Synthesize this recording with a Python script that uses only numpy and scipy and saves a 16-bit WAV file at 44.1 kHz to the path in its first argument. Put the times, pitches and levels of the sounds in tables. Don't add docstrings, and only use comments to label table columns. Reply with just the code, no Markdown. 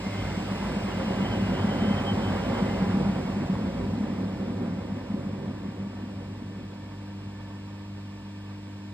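import sys
import numpy as np
from scipy.fft import rfft, irfft, next_fast_len
from scipy.io import wavfile
from scipy.ndimage import map_coordinates

SR = 44100
rng = np.random.default_rng(int(sys.argv[2]) if len(sys.argv) > 2 else 0)


def inscribe(sig):
    pcm = np.round(np.clip(np.atleast_2d(sig).T, -1, 1) * 32767)
    wavfile.write(sys.argv[1], SR, pcm.astype(np.int16))


N = 393813

# (frequency [Hz], likeness [0-1])
MIC_LIKENESS = [(100, .999), (220, .993), (400, .86), (560, .92), (800, .8), (1700, .92), (2900, .75),
                (3600, .2), (4700, .35), (6000, .8), (13000, .7)]
# (frequency [Hz], phase [rad])
MIC_LEAD = [(100, -.05), (240, -.2), (400, -.8), (1100, -.8), (1700, 0), (2200, 1.1), (2600, 2.8),
            (2900, 2.8), (3130, 2.1), (5000, 2.3), (6000, 3.1), (7800, 6.2), (10200, 9.4), (12400, 12.5)]
# (frequency [Hz], level [dB])
MIC_BALANCE = [(60, -0.5), (91, 1), (140, -2.5), (210, 1), (320, -0.5), (490, -3), (750, -1), (1150, -4),
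               (1750, -2.0), (2660, -0.5)]
# (start [s], length [s], pitch [Hz], width [Hz], level [dB])
NARROW_TONES = [(-.2, .65, 2090, 140, -49), (.15, .2, 2085, 110, -51.5), (.48, .28, 2040, 80, -52),
                (.7, .5, 2085, 90, -54), (1.33, .6, 2840, 60, -59), (2.42, .5, 2085, 90, -53.5),
                (.22, .33, 7780, 200, -66), (.53, .42, 8350, 170, -63.5), (.46, .28, 10950, 300, -69)]
# (time [s], peak level [dB], pitch [Hz], time to fall 60 dB [s])
DRUM_TICKS = [(.588, -48, 2840, .14), (.918, -41.5, 2850, .08), (.985, -30, 535, .3),
              (2.695, -46, 2870, .07), (3.554, -25, 900, .016)]
# (multiple of shaft speed, relative level [dB])
WHINE_ORDERS = [(13, -54), (14, -57), (15, -57), (16, -53), (17, -55.5), (20, -54.5), (21, -52), (26, -53),
                (29, -50.5), (31, -54), (32, -54.5)]
# (time [s], half length [s], level [dB])
MOTOR_CHIRPS = [(.2, .035, -49.5), (1.26, .02, -44.5), (1.325, .018, -42.5), (1.6, .04, -48.5),
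                (1.72, .022, -43), (1.84, .045, -46), (1.92, .018, -46.5), (1.985, .018, -44),
                (2.09, .032, -38.5), (2.26, .05, -47.5), (2.6, .22, -53.5)]
# (multiple of rotor speed, relative level [dB])
HUM_ORDERS = [(2, 3), (3, -13), (4, 1), (5, -13.5), (6, -3.5), (8, -21), (10, -24), (12, -25.5)]
# (frequency [Hz], width [Hz], relative level [dB])
HOUSING_MODES = [(480, 200, 0), (680, 70, -3), (928, 52, 6), (1070, 30, 1.5), (1167, 45, 0.5),
                 (1330, 70, -8), (1566, 110, -6.5), (1747, 28, 0), (1802, 24, -0.5), (1973, 50, -11),
                 (2270, 110, -9), (2785, 30, -10.5), (3032, 30, -12), (3378, 40, -8), (3637, 28, -10.5),
                 (3740, 25, -12), (4050, 25, -9), (5080, 150, -16)]
# (frequency [Hz], width [Hz], relative level [dB])
DRUM_MODES = [(383, 24, 2), (476.4, 9.7, 0), (544, 24, 2), (683, 20, -3), (809, 8.8, 0.5), (977, 45, -6),
              (1150, 20, -15)]
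# (frequency [Hz], width [Hz], relative level [dB])
TUB_MODES = [(84.6, 7.4, -12.5), (102.6, 16.7, -4.5), (147.2, 7, -1), (175, 3.6, -1), (192.5, 10.5, 2.5),
             (235.6, 16.6, -4), (258.2, 11.4, -4), (291.4, 8, -7.5), (327, 27, -12.5), (380, 20, -11.5),
             (483, 26, -14.5), (547, 21, -13)]
# (frequency [Hz], relative level [dB])
BOOM_SPECTRUM = [(20, -34), (33, -23), (42, -21), (52, -3), (59, 3), (70, -16), (90, -35), (200, -78)]
# (time [s], relative level [dB])
TUB_SWINGS = [(0.23, -36), (0.527, -40), (0.814, -44), (1.157, -38.5), (1.518, -36), (2.109, -34),
              (2.792, -34), (3.46, -33), (3.816, -36.5)]
# (time [s], relative level [dB])
LAUNDRY_DROPS = [(.257, -33), (1.311, -24.5), (1.44, -22), (1.612, -24), (2.009, -24.5), (2.147, -24.5),
                 (2.48, -26), (2.514, -23.5), (2.816, -26), (2.898, -26), (3.095, -27.5), (4.192, -30.5)]
# (time [s], level [dB], pitch [Hz], fade [s])
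AIR_GULPS = [(0.07, -20.5, 199, 0.0068), (0.226, -26.5, 212, .006), (0.379, -18.5, 193, 0.009),
             (0.52, -19.5, 195, 0.0033), (0.63, -24, 203, .006), (0.675, -23.5, 200, .007),
             (0.771, -18, 197, 0.013), (0.85, -22, 196, 0.021), (0.974, -20.5, 198, .0051),
             (1.004, -23, 183, .006), (1.051, -20, 215, .0065), (1.176, -23.5, 210, 0.0067),
             (1.208, -19, 198, 0.0066), (1.227, -17, 199, 0.014), (1.338, -21.5, 210, 0.0061),
             (1.427, -20, 198, .01), (1.47, -21.5, 209, 0.0071), (1.648, -15, 203, 0.0093),
             (1.696, -19, 200, 0.0081), (1.825, -17.5, 213, 0.015), (1.884, -16, 196, .0098),
             (1.913, -16.5, 212, 0.0078), (2.015, -19, 215, 0.0046), (2.12, -19, 197, 0.0072),
             (2.179, -17.5, 197, 0.0067), (2.307, -20.5, 211, 0.0049), (2.533, -20.5, 238, .007),
             (2.627, -16, 191, 0.0095), (2.718, -21, 197, .008), (2.826, -17, 184, 0.0064),
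             (2.871, -19, 200, 0.012), (2.898, -18.5, 197, .014), (2.946, -16, 198, .009),
             (2.975, -18.5, 216, .0054), (3.066, -18, 198, .014), (3.097, -18.5, 193, .0099),
             (3.126, -22, 194, .014), (3.255, -21, 193, 0.015), (3.37, -20.5, 201, 0.017),
             (3.501, -18.5, 188, 0.022), (3.618, -20.5, 204, .01), (3.753, -23, 230, 0.0073),
             (3.891, -22, 210, 0.0056), (3.937, -18.5, 194, 0.0071), (3.983, -22, 253, 0.0071),
             (4.011, -20.5, 210, 0.0088), (4.044, -21.5, 218, 0.012), (4.105, -20.5, 219, 0.0057),
             (4.338, -23, 190, 0.007), (4.682, -24, 202, 0.0068), (4.791, -24.5, 203, .0054),
             (4.928, -21.5, 195, 0.0047), (5.107, -24, 202, 0.012), (5.146, -17, 209, 0.0072),
             (5.272, -20.5, 198, 0.0057), (5.336, -25, 196, 0.0041), (5.481, -22, 196, 0.0057),
             (5.691, -24, 199, 0.0094), (5.872, -28.5, 202, 0.0061), (6.04, -27.5, 232, 0.0073),
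             (6.076, -30, 200, 0.0069), (6.263, -33, 202, 0.0072), (6.425, -32, 239, 0.013)]
# (frequency [Hz], relative level [dB])
RUSH_SPECTRUM = [(150, -9), (300, 2), (430, 0), (620, 0.5), (750, 0), (880, -1.5), (1020, -2.5), (1300, -8),
                 (1700, -10.5), (2200, -12), (2700, -21.5), (3500, -20.5), (6000, -65), (16000, -79)]
# (frequency [Hz], relative level [dB])
HISS_SPECTRUM = [(500, -35), (1500, 0.5), (2100, 2.5), (2400, 7.5), (2700, 9.5), (3100, 4), (3600, 2),
                 (4600, 1.5), (5400, 0), (6200, -6.5), (8300, -7), (10000, -20.5), (13000, -16.5),
                 (15500, -44.5)]
# (time [s], half length [s], boost [dB])
BREAKING_WAVES = [(2.68, 0.48, 1.5), (5.39, 0.13, 2)]

BUILD_UP_S, CUT_OUT_S = 1.34, 2.52
GULP_SWELL_S = 0.0065


def amp(db):
    return np.exp(np.asarray(db) * (np.log(10) / 20))


def unit(x):
    return x / np.sqrt(np.mean(x ** 2) + 1e-20)


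def clock():
    return np.arange(N) / SR


def along(points, hz):
    freqs, values = np.transpose(points)
    return np.interp(np.log(hz + 1), np.log(freqs + 1), values)


def wobble(rate):
    steps = np.arange(0, N * rate / SR + 2, 1 / 10)
    smooth = map_coordinates(rng.standard_normal(int(steps[-1]) + 4), [steps])
    return np.interp(clock() * rate, steps, smooth)


def lumps(rate, depth_db):
    return unit(amp(depth_db * wobble(rate)))


def bump(s, half_s):
    return np.exp(-((clock() - s) / half_s) ** 2)


def filtered(x, response):
    size = next_fast_len(N + SR // 4)
    return irfft(rfft(x, size) * response(np.fft.rfftfreq(size, 1 / SR)), size)[..., :N]


def resonances(modes, hz):
    powers = (amp(db) ** 2 / (1 + ((hz - centre) / width) ** 2) ** 2 for centre, width, db in modes)
    return np.sqrt(sum(powers))


def noise(colour, drive=1):
    def response(hz):
        spread = np.arccos(np.clip(along(MIC_LIKENESS, hz), 0, 1)) / 2
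        return unit(colour(hz)) * np.array([np.cos(spread), np.sin(spread)])
    mid, side = filtered(drive * rng.standard_normal((2, N)), response)
    return np.array([mid + side, mid - side])


def tumble(rise_db, linger_s, fall_db_per_s, sag_db_per_s2=0):
    t = clock()
    starting = np.maximum(1 - t / BUILD_UP_S, 0)
    settling_s = np.maximum(t - CUT_OUT_S - linger_s, 0)
    return amp(-rise_db * starting - fall_db_per_s * settling_s - sag_db_per_s2 * settling_s ** 2)


def breaking():
    return amp(sum(db * bump(s, half_s) for s, half_s, db in BREAKING_WAVES))


def walls(hz, count=16, delays_s=(0.004, 0.04), echo_db=-23, above_hz=650):
    echoes = sum(np.exp(-2j * np.pi * hz * delay) for delay in rng.uniform(*delays_s, count))
    share = amp(echo_db) * hz ** 4 / (hz ** 4 + above_hz ** 4)
    return (1 + share * echoes) / np.sqrt(1 + count * share ** 2)


def narrow_tones():
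    out, t = np.zeros(N), clock()
    for start, length, hz, width, db in NARROW_TONES:
        progress = np.clip((t - start) / length, 0, 1)
        swell = np.sqrt(np.abs(np.sin(np.pi * progress)))
        phase = 2 * np.pi * hz * t
        out += amp(db) * swell * (wobble(width) * np.cos(phase) + wobble(width) * np.sin(phase))
    return out


def ticks():
    out, t = np.zeros(N + SR), np.arange(SR // 2) / SR
    for s, db, hz, t60 in DRUM_TICKS:
        decay = np.exp(-np.log(1000) * t / t60)
        out[round(s * SR):][:len(t)] += amp(db) * decay * np.sin(2 * np.pi * hz * t)
    return out[:N]


def motor(full_hz=97.8, jitter_hz=0.42, run_on_s=0.2, coast_hz_per_s=30, light_db=-12, load_db=11):
    coasting_s = np.maximum(clock() - CUT_OUT_S - run_on_s, 0)
    shaft_hz = np.maximum(full_hz - coast_hz_per_s * coasting_s, 0)
    turn = 2 * np.pi * np.cumsum(shaft_hz + jitter_hz * wobble(rate=70)) / SR
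    whine = sum(amp(db) * lumps(rate=36, depth_db=4) * np.sin(order * turn)
                for order, db in WHINE_ORDERS)
    strain = amp(light_db + load_db * bump(s=1.57, half_s=1.0))
    rasp = np.cos(32 * turn + 0.4 * wobble(rate=240))
    chirps = rasp * sum(amp(db) * bump(s, half_s) for s, half_s, db in MOTOR_CHIRPS)
    return np.sqrt(2) * (shaft_hz / full_hz) ** 5 * (strain * whine + chirps)


def pump(mains_hz=50, hum_db=-42.5, whirr_db=-52.5, shake_db=-53.0, hiss_db=-56.0):
    turn = 2 * np.pi * mains_hz * clock() + 0.042 * wobble(rate=8.3)
    hum = 0
    for order, db in HUM_ORDERS:
        waver = lumps(rate=4.9, depth_db=0.46)
        hum += amp(db) * waver * np.sin(order * turn + rng.uniform(0, 2 * np.pi))
    pulsing = (1 + 0.14 * np.sin(2 * turn)) * lumps(rate=24, depth_db=1.0)
    whirr = noise(lambda hz: resonances(HOUSING_MODES, hz), pulsing)
    shake = noise(lambda hz: resonances(TUB_MODES, hz))
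    hiss = noise(lambda hz: amp(along(HISS_SPECTRUM, hz)))
    return amp(hum_db) * hum + amp(shake_db) * shake + amp(whirr_db) * whirr + amp(hiss_db) * hiss


def drum(level_db=-40.5):
    stir = amp(level_db) * breaking() * tumble(rise_db=11.5, linger_s=0.25, fall_db_per_s=6.0)
    return noise(lambda hz: resonances(DRUM_MODES, hz), stir * lumps(rate=14, depth_db=1.5))


def sway(boom_hz=54.66, rocking_db=-41.5, idle_db=-56.5, swing_db=-2):
    rocking = amp(rocking_db) * tumble(rise_db=3.0, linger_s=0.15, fall_db_per_s=6.0)
    uneven = np.hypot(rocking, amp(idle_db)) * lumps(rate=9.1, depth_db=-0.5)
    swings = sum(amp(db + swing_db) * bump(s, half_s=0.035) for s, db in TUB_SWINGS)
    swell = np.hypot(uneven, swings)
    tone = swell * np.sin(2 * np.pi * boom_hz * clock() + 0.98 * wobble(rate=13))
    rumble = noise(lambda hz: amp(along(BOOM_SPECTRUM, hz)), swell)
    return tone + rumble / 2


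def thuds(gain_db=-1.0, ring_hz=102, swell_s=0.019, fade_s=0.019):
    out, t = np.zeros(N), clock()
    for (s, db), offset in zip(LAUNDRY_DROPS, rng.random(len(LAUNDRY_DROPS))):
        near = np.abs(t - s) < 1 / 4
        age = t[near] - s
        shape = np.exp(np.where(age < 0, -(age / swell_s) ** 2, -age / fade_s))
        out[near] += amp(db + gain_db) * shape * np.sin(2 * np.pi * (ring_hz * age + offset))
    return out


def gulp_shape(t, fade_s):
    return np.exp(-np.abs(t) / np.where(t < 0, GULP_SWELL_S, fade_s))


def gulps(glide_per_s=1.2, upper_ratio=1.32, upper_db=-14.5, rebound_s=0.029, rebound_db=-9.5):
    out, t = np.zeros(N + SR), np.arange(-SR // 8, SR // 8) / SR
    for s, db, hz, fade_s in AIR_GULPS:
        for delay, gain_db in ((0, 0), (rebound_s, rebound_db)):
            phase = 2 * np.pi * (rng.random() + hz * (t + glide_per_s * t ** 2 / 2))
            ring = gulp_shape(t, fade_s) * np.sin(phase)
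            upper = amp(upper_db) * gulp_shape(t, GULP_SWELL_S) * np.sin(upper_ratio * phase)
            out[round((s + delay) * SR):][:len(t)] += amp(db + gain_db) * (ring + upper)
    return out[len(t) // 2:][:N]


def giving_way(depth=0.65):
    pockets = [bump(s, GULP_SWELL_S + fade_s) for s, _, _, fade_s in AIR_GULPS]
    return 1 - depth * np.max(pockets, axis=0)


def water(pound_db=-38.5, slosh_db=-29.5, rush_db=-35.0, hiss_db=-45.5):
    weight = amp(pound_db) * tumble(rise_db=4.0, linger_s=1.25, fall_db_per_s=3.5)
    heave = amp(slosh_db) * breaking()
    heave *= tumble(rise_db=9, linger_s=0.5, fall_db_per_s=1.23, sag_db_per_s2=0.83)
    flow = amp(rush_db) * breaking() * tumble(rise_db=4.0, linger_s=0.03, fall_db_per_s=4.5)
    splash = amp(hiss_db) * tumble(rise_db=-0.5, linger_s=0.11, fall_db_per_s=5.5)
    pound = noise(lambda hz: resonances(TUB_MODES[:2], hz), weight * lumps(rate=34, depth_db=1.5))
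    slosh = noise(lambda hz: resonances(TUB_MODES[2:], hz), heave * lumps(rate=24, depth_db=1.6))
    rush = noise(lambda hz: amp(along(RUSH_SPECTRUM, hz)), flow * lumps(rate=22, depth_db=0.94))
    hiss = noise(lambda hz: amp(along(HISS_SPECTRUM, hz)), splash)
    return pound + slosh * giving_way() + rush + hiss


def scene():
    def paths(hz):
        sides = np.array([[0.5], [-0.5]])
        balance = amp(sides * along(MIC_BALANCE, hz))
        lead = np.exp(1j * sides * along(MIC_LEAD, hz))
        return walls(hz) * balance * lead
    machine = water() + drum() + sway() + thuds() + gulps() + pump() + motor()
    return filtered(machine, paths) + narrow_tones() + ticks()


def record(dry, low_cut_hz=38, top_hz=15700):
    return filtered(dry, lambda hz: (hz < top_hz) / np.sqrt(1 + (low_cut_hz / (hz + 1)) ** 10))


dry = scene()
out = record(dry)
inscribe(out)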